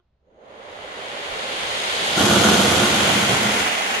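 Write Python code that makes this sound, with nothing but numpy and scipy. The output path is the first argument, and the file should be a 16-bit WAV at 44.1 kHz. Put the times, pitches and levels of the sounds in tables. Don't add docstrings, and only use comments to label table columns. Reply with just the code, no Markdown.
import sys
import numpy as np
from scipy import signal
from scipy.fft import rfft, irfft
from scipy.io import wavfile

SR = 44100
rng = np.random.default_rng(int(sys.argv[2]) if len(sys.argv) > 2 else 0)


def to_wav(sig):
    pcm = np.clip(np.atleast_2d(sig), -1, 1) * 32767
    pcm = np.round(pcm).astype(np.int16)
    wavfile.write(sys.argv[1], SR, pcm.T)


N = 176400
TIME, HZ = np.arange(N) / SR, np.fft.rfftfreq(N, 1 / SR)

# frequency in Hz, width in Hz, lift in dB.
TRACK_RESONANCES = [(416, 20, 3), (504, 28, 1.5), (584, 24, 4.5), (805, 48, 2.5), (2017, 69, 4),
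                    (3100, 660, 0.5)]
# frequency in Hz, left-right correlation.
LOOP_AND_AIR_CORRELATION = [(220, 0.98), (280, 0.66), (370, 1), (600, 0.6), (900, 0.46), (1500, 0.47),
                            (3300, 0.39), (7000, 0.085)]


def ramp_roll():
    # time in seconds, speed in m/s, relative level in dB.
    run = [(0.0, 0.18, -64), (.21, 0.49, -37), (.27, 0.44, -23), (.4, 0.73, -16), (.5, 1.24, -13),
           (.7, 1.82, -9.5), (1.0, 2.49, -6), (1.45, 3.11, -1.5), (1.8, 3.8, -0.6), (2.1, 4.28, 1),
           (2.6, 3.9, 1), (3.1, 4.1, 0.5), (3.5, 5.3, -7), (4.0, 3.96, -7.5)]
    # frequency in Hz, relative gain in dB.
    track = [(50, -22.5), (85, -12.5), (155, -17.5), (215, -10.5), (300, -10.5), (400, -5.5), (520, -1.4),
             (650, -2.5), (800, -3.5), (1100, -5.5), (1600, -3.5), (2100, -3.5), (2550, -3), (3250, 1.5),
             (4400, -3), (5600, -9.5), (6100, -12), (6550, -6), (7500, -12), (9000, -11.5), (12000, -18.5)]
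    # frequency in Hz, left-right correlation.
    correlation = [(100, 0.93), (220, 0.88), (275, 0.49), (380, 0.91), (600, 0.51), (850, -0.0043),
                   (1500, -0.6), (2300, 0.17), (3200, -0.13), (4500, 0.016), (12000, -0.021)]
    ticks_per_m, cutoff_hz_per_mps, reference_mps = 900, 775, 3.9
    pace = np.maximum(curve(run, TIME)[0], .5)
    wheels = chatter(per_s=ticks_per_m * pace, spread_db=1.5, share=0.2, flutter_db=0.5, flutter_hz=70)
    wheels += seam_thuds(pace)
    rolling = radiate(wheels, spectrum(track, HZ) + lift(TRACK_RESONANCES), correlation)
    hz, t, frames = signal.stft(rolling, SR, nperseg=1024)
    speed, level_db = curve(run, t)
    hz, doublings = hz[:, None], np.log2(speed / reference_mps)
    roughness_power = 1 / (1 + (hz / (cutoff_hz_per_mps * speed)) ** 3.67)
    hiss = amp(-7 + 14.5 * doublings)
    whirr = amp(-13 + 5.5 * doublings) * peak(hz, centre_hz=6500, width_hz=530)
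    gain = np.sqrt(roughness_power + hiss ** 2 + whirr ** 2) * amp(level_db)
    rush = signal.istft(frames * gain, SR, nperseg=1024)[1][:, :N]
    return amp(-26) * unit(rush)


def chatter(per_s, spread_db, share, flutter_db, flutter_hz):
    size = amp(spread_db * np.minimum(rng.exponential(1, N), 4))
    contacts = rng.random(N) < per_s / SR
    ticks = unit(size * contacts / np.sqrt(per_s) * rng.choice([-1., 1.], (2, N)))
    jostle_spectrum = rfft(rng.standard_normal(N)) / (1 + (HZ / flutter_hz) ** 2) * HZ / (HZ + 10)
    flutter = amp(flutter_db * unit(irfft(jostle_spectrum, N)))
    grind = rng.standard_normal((2, N))
    return unit((np.sqrt(share) * ticks + np.sqrt(1 - share) * grind) * flutter)


def seam_thuds(speed):
    per_s = 70 * np.repeat(rng.exponential(1, N // 300 + 1), 300)[:N]
    seams_passed = np.floor(np.cumsum(per_s) / SR)
    drops = unit(np.diff(seams_passed, prepend=0) * rng.standard_normal((2, N)))
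    return dull(drops, below_hz=1040) * amp(-10.5 - 1.5 * np.log2(speed))


def loop_rattle():
    # time in seconds, relative level in dB.
    loading = [(2.0, -19), (2.155, -13.5), (2.18, -2), (2.215, 0.5), (2.4, 1), (2.5, 1.5), (2.62, 0.5),
               (2.78, -1), (2.865, -0.5), (2.91, -4), (3.01, -3), (3.16, -3.5), (3.25, -6.5), (3.31, -3),
               (3.38, -7.5), (3.5, -7.5), (3.62, -7), (3.67, -21), (4.0, -34)]
    # time in seconds, relative level in dB.
    knocks = [(2.177, -10), (2.21, -2.5), (2.310, 1), (2.367, -2.5), (2.448, -3), (2.488, 0.5), (2.515, -6),
              (2.835, -3.5), (3.165, -2), (3.291, -10), (3.307, -5), (3.323, -3), (3.347, -9), (3.461, -18)]
    # frequency in Hz, relative gain in dB.
    board = [(40, -40), (60, -21), (82, -1.5), (130, -2), (180, -0.5), (270, 1), (420, -5.5), (600, -3.5),
             (800, -4.5), (1050, -8), (1450, -4.5), (2000, -14.5), (3300, -8), (4500, -13), (5600, -15.5),
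             (6600, -12.5), (8200, -18.5), (12000, -20.5)]
    # frequency in Hz, width in Hz, lift in dB.
    resonances = [(207, 34, 1), (357, 27, 5), (480, 35, 5.5), (702, 50, 4.5), (838, 21, 1), (886, 17, 4),
                  (1067, 35, 4), (1164, 37, 3), (1418, 38, 4.5), (1485, 36, 4), (2012, 25, 3),
                  (2920, 72, 3), (3080, 36, 3), (3326, 150, 4.5)]
    # time in seconds, lift in dB.
    hollow_lift = [(2.18, 1.5), (2.28, 4), (2.42, 1.5), (2.53, 4.5), (2.66, 1.5), (2.8, 1.5), (3.2, 0.5),
                   (3.6, 1)]
    knock_decay_s = 0.0039
    load = (TIME > loading[0][0]) * amp(-17.5 + curve(loading, TIME)[0])
    drive = chatter(per_s=1100, spread_db=3.0, share=0.45, flutter_db=0.5, flutter_hz=59) * load
    blows = sum(amp(db) * (TIME >= s) * np.exp(-abs(TIME - s) / knock_decay_s) for s, db in knocks)
    drive += amp(-8.5) * dull(blows * rng.standard_normal((2, N)), below_hz=1640)
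    rattle = radiate(drive, spectrum(board, HZ) + lift(resonances), LOOP_AND_AIR_CORRELATION)
    hollow = irfft(rfft(rattle) * peak(HZ, centre_hz=460, width_hz=260, order=4), N)
    return rattle - hollow + hollow * amp(curve(hollow_lift, TIME)[0])


def impacts():
    # start in seconds, relative level in dB.
    drops = [(.268, -54), (.282, -54), (.368, -48), (.39, -47), (.422, -45), (.462, -47), (.508, -40),
             (.533, -41), (.593, -37), (.68, -37), (.724, -37), (.742, -37), (.786, -46), (.846, -32.5),
             (.901, -36), (.981, -35)]
    thumps = [(2.168, -28), (2.195, -16.5), (2.232, -14.5), (2.292, -15.5), (2.352, -14.5), (2.438, -13.5),
              (2.478, -12), (2.573, -16.5), (2.632, -20.5), (2.697, -21), (2.812, -16.5), (2.902, -22),
              (2.957, -21), (3.007, -19.5), (3.053, -25), (3.107, -22.5), (3.152, -21.5), (3.217, -26),
              (3.292, -19.5), (3.392, -24), (3.442, -21), (3.476, -23.5), (3.547, -37), (3.597, -30)]
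    clacks = [(2.176, -21), (2.211, -25), (2.354, -24), (2.439, -14.5), (2.469, -26), (2.540, -18),
              (2.668, -21.5), (2.830, -27), (2.854, -20.5), (2.992, -23), (3.061, -21), (3.235, -23),
              (3.595, -24)]
    # frequency in Hz, relative level in dB, decay time in seconds.
    drop_modes = [(516, 0.5, 0.0084), (623, -7, 0.0044), (790, -14, 0.0044)]
    thump_modes = [(205.8, -0.5, 0.014), (123.3, -11, 0.016), (352.7, -11.5, 0.013)]
    clack_modes = [(1405, -2.5, 0.0092), (1472, -5, 0.0051), (3256, -8, 0.0044), (6620, -7.5, .003)]
    return (amp(-2) * strikes(drops, drop_modes, rise_s=0.0017)
            + amp(-1) * strikes(thumps, thump_modes, rise_s=0.026)
            + amp(1.5) * strikes(clacks, clack_modes, rise_s=0.00091))


def strikes(blows, modes, rise_s, detune=0.021):
    out, t = np.zeros(N), TIME[:SR // 5]
    hz, mode_db, decay_s = np.transpose(modes)[:, :, None]
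    envelope = (1 - np.exp(-t / rise_s)) ** 2 * np.exp(-t / decay_s)
    envelope = amp(mode_db) * envelope / envelope.max(1, keepdims=True)
    for start, db in blows:
        pitch = hz * (1 + detune * rng.uniform(-1, 1, hz.shape))
        phase = rng.random(hz.shape)
        ring = (envelope * np.sin(2 * np.pi * (pitch * t + phase))).sum(0)
        span = out[round(start * SR):][:len(t)]
        span += amp(db) * ring[:len(span)]
    return out


def return_lane():
    # time in seconds, relative level in dB.
    approach = [(2.3, -12), (2.7, -4.5), (3.1, 1), (3.45, 0.5), (3.65, 1.5), (3.8, -0.5), (3.92, 0.5),
                (4.0, -1)]
    # frequency in Hz, relative gain in dB.
    lane = [(50, -25), (90, -12), (140, -20), (205, -4.5), (280, -9), (400, -3), (560, -5.5), (760, 3),
            (1000, -2.5), (1400, 0), (1750, -0.5), (2100, 0), (2900, 0), (4000, -11), (5500, -13),
            (6600, -11), (8200, -18.5), (12000, -19.5)]
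    # frequency in Hz, left-right correlation.
    correlation = [(200, 0.82), (420, 0.7), (700, 0.074), (900, -0.24), (1500, -0.54), (2080, 0.62),
                   (3000, -0.6), (4000, 0.15), (8000, -0.13)]
    wheels = chatter(per_s=1000, spread_db=2.0, share=0.36, flutter_db=0.17, flutter_hz=59.6)
    nearness = (TIME > approach[0][0]) * amp(-23 + curve(approach, TIME)[0])
    return radiate(wheels, spectrum(lane, HZ) + lift(TRACK_RESONANCES), correlation) * nearness


def room(x):
    t60_s, echoes_per_s = .25, 2000
    t = TIME[:SR // 2]
    echoes = rng.standard_normal((2, len(t))) * (rng.random((2, len(t))) < echoes_per_s / SR)
    echoes *= (t > .002) * amp(-60 * t / t60_s)
    echoes /= np.linalg.norm(echoes, axis=1, keepdims=True)
    tail = signal.sosfilt(signal.butter(2, 900, "high", fs=SR, output="sos"), echoes)
    return x + amp(-10) * signal.fftconvolve(x, tail, axes=1)[:, :N]


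def low_bumps():
    # peak time in seconds, half-width in seconds, level in dB.
    swells = [(0.857, 0.076, -58), (1.318, 0.063, -52), (1.664, 0.086, -48.5)]
    band = signal.butter(4, [25, 130], "band", fs=SR, output="sos")
    rumble = unit(signal.sosfilt(band, rng.standard_normal(N)))
    return rumble * sum(amp(db) * np.exp(-((TIME - s) / width) ** 2) for s, width, db in swells)


def air():
    # frequency in Hz, relative level in dB.
    hush = [(25, 1), (60, 9), (110, -1), (170, -2), (240, -11), (320, -16), (600, -13), (1200, -21),
            (2200, -27), (4000, -28), (6000, -40), (12000, -63)]
    return amp(-67.5) * radiate(rng.standard_normal((2, N)), spectrum(hush, HZ), LOOP_AND_AIR_CORRELATION)


def radiate(drive, response_db, correlation):
    first, second = rfft(drive)
    likeness = np.clip(spectrum(correlation, HZ), -.995, .995)
    mid, side = first * np.sqrt((1 + likeness) / 2), second * np.sqrt((1 - likeness) / 2)
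    log_gain = np.log(unit(amp(response_db)))
    mirrored = np.r_[log_gain, log_gain[-2:0:-1]]
    body = np.exp(np.conj(signal.hilbert(mirrored)))[:len(HZ)]
    return irfft(np.array([mid + side, mid - side]) * body, N)


def peak(hz, centre_hz, width_hz, order=2):
    return 1 / (1 + (2 * (hz - centre_hz) / width_hz) ** order)


def lift(resonances):
    return sum(db * peak(HZ, hz, width) for hz, width, db in resonances)


def dull(x, below_hz):
    return signal.sosfilt(signal.butter(2, below_hz, fs=SR, output="sos"), x)


def spectrum(points, hz):
    frequencies, values = np.transpose(points)
    return np.interp(np.log(hz + 1), np.log(frequencies + 1), values)


def curve(points, t):
    times, *columns = np.transpose(points)
    return [np.interp(t, times, column) for column in columns]


def amp(db):
    return 10 ** (np.asarray(db) / 20)


def unit(x):
    return x / np.sqrt(np.mean(x ** 2) + 1e-20)


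def scene():
    return room(ramp_roll() + loop_rattle() + impacts() + return_lane()) + low_bumps() + air()


def record(dry):
    # frequency in Hz, left minus right in dB.
    imbalance = [(100, -0.5), (320, -0.5), (490, -4.5), (680, -4.5), (850, -4.5), (1050, -3.5),
                 (1500, -3.5), (2250, 3.5), (3000, -2.5), (4100, 3.5), (5200, -4), (6450, 7), (7900, -3),
                 (11000, 1)]
    ceiling, edge_hz = .92, 12100
    hz = np.linspace(0, SR / 2, 513)
    half_db = spectrum(imbalance, hz) / 2
    ports = np.array([signal.firwin2(511, hz, amp(sign * half_db), fs=SR) for sign in (1, -1)])
    coloured = signal.oaconvolve(dry, ports, "same", axes=1)
    rounded = coloured / (1 + (coloured / ceiling) ** 8) ** (1 / 8)
    low_pass = signal.firwin(511, edge_hz, window=("kaiser", 9), fs=SR)
    return signal.oaconvolve(rounded, low_pass[None], "same", axes=1)


dry = scene()
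out = record(dry)
to_wav(out)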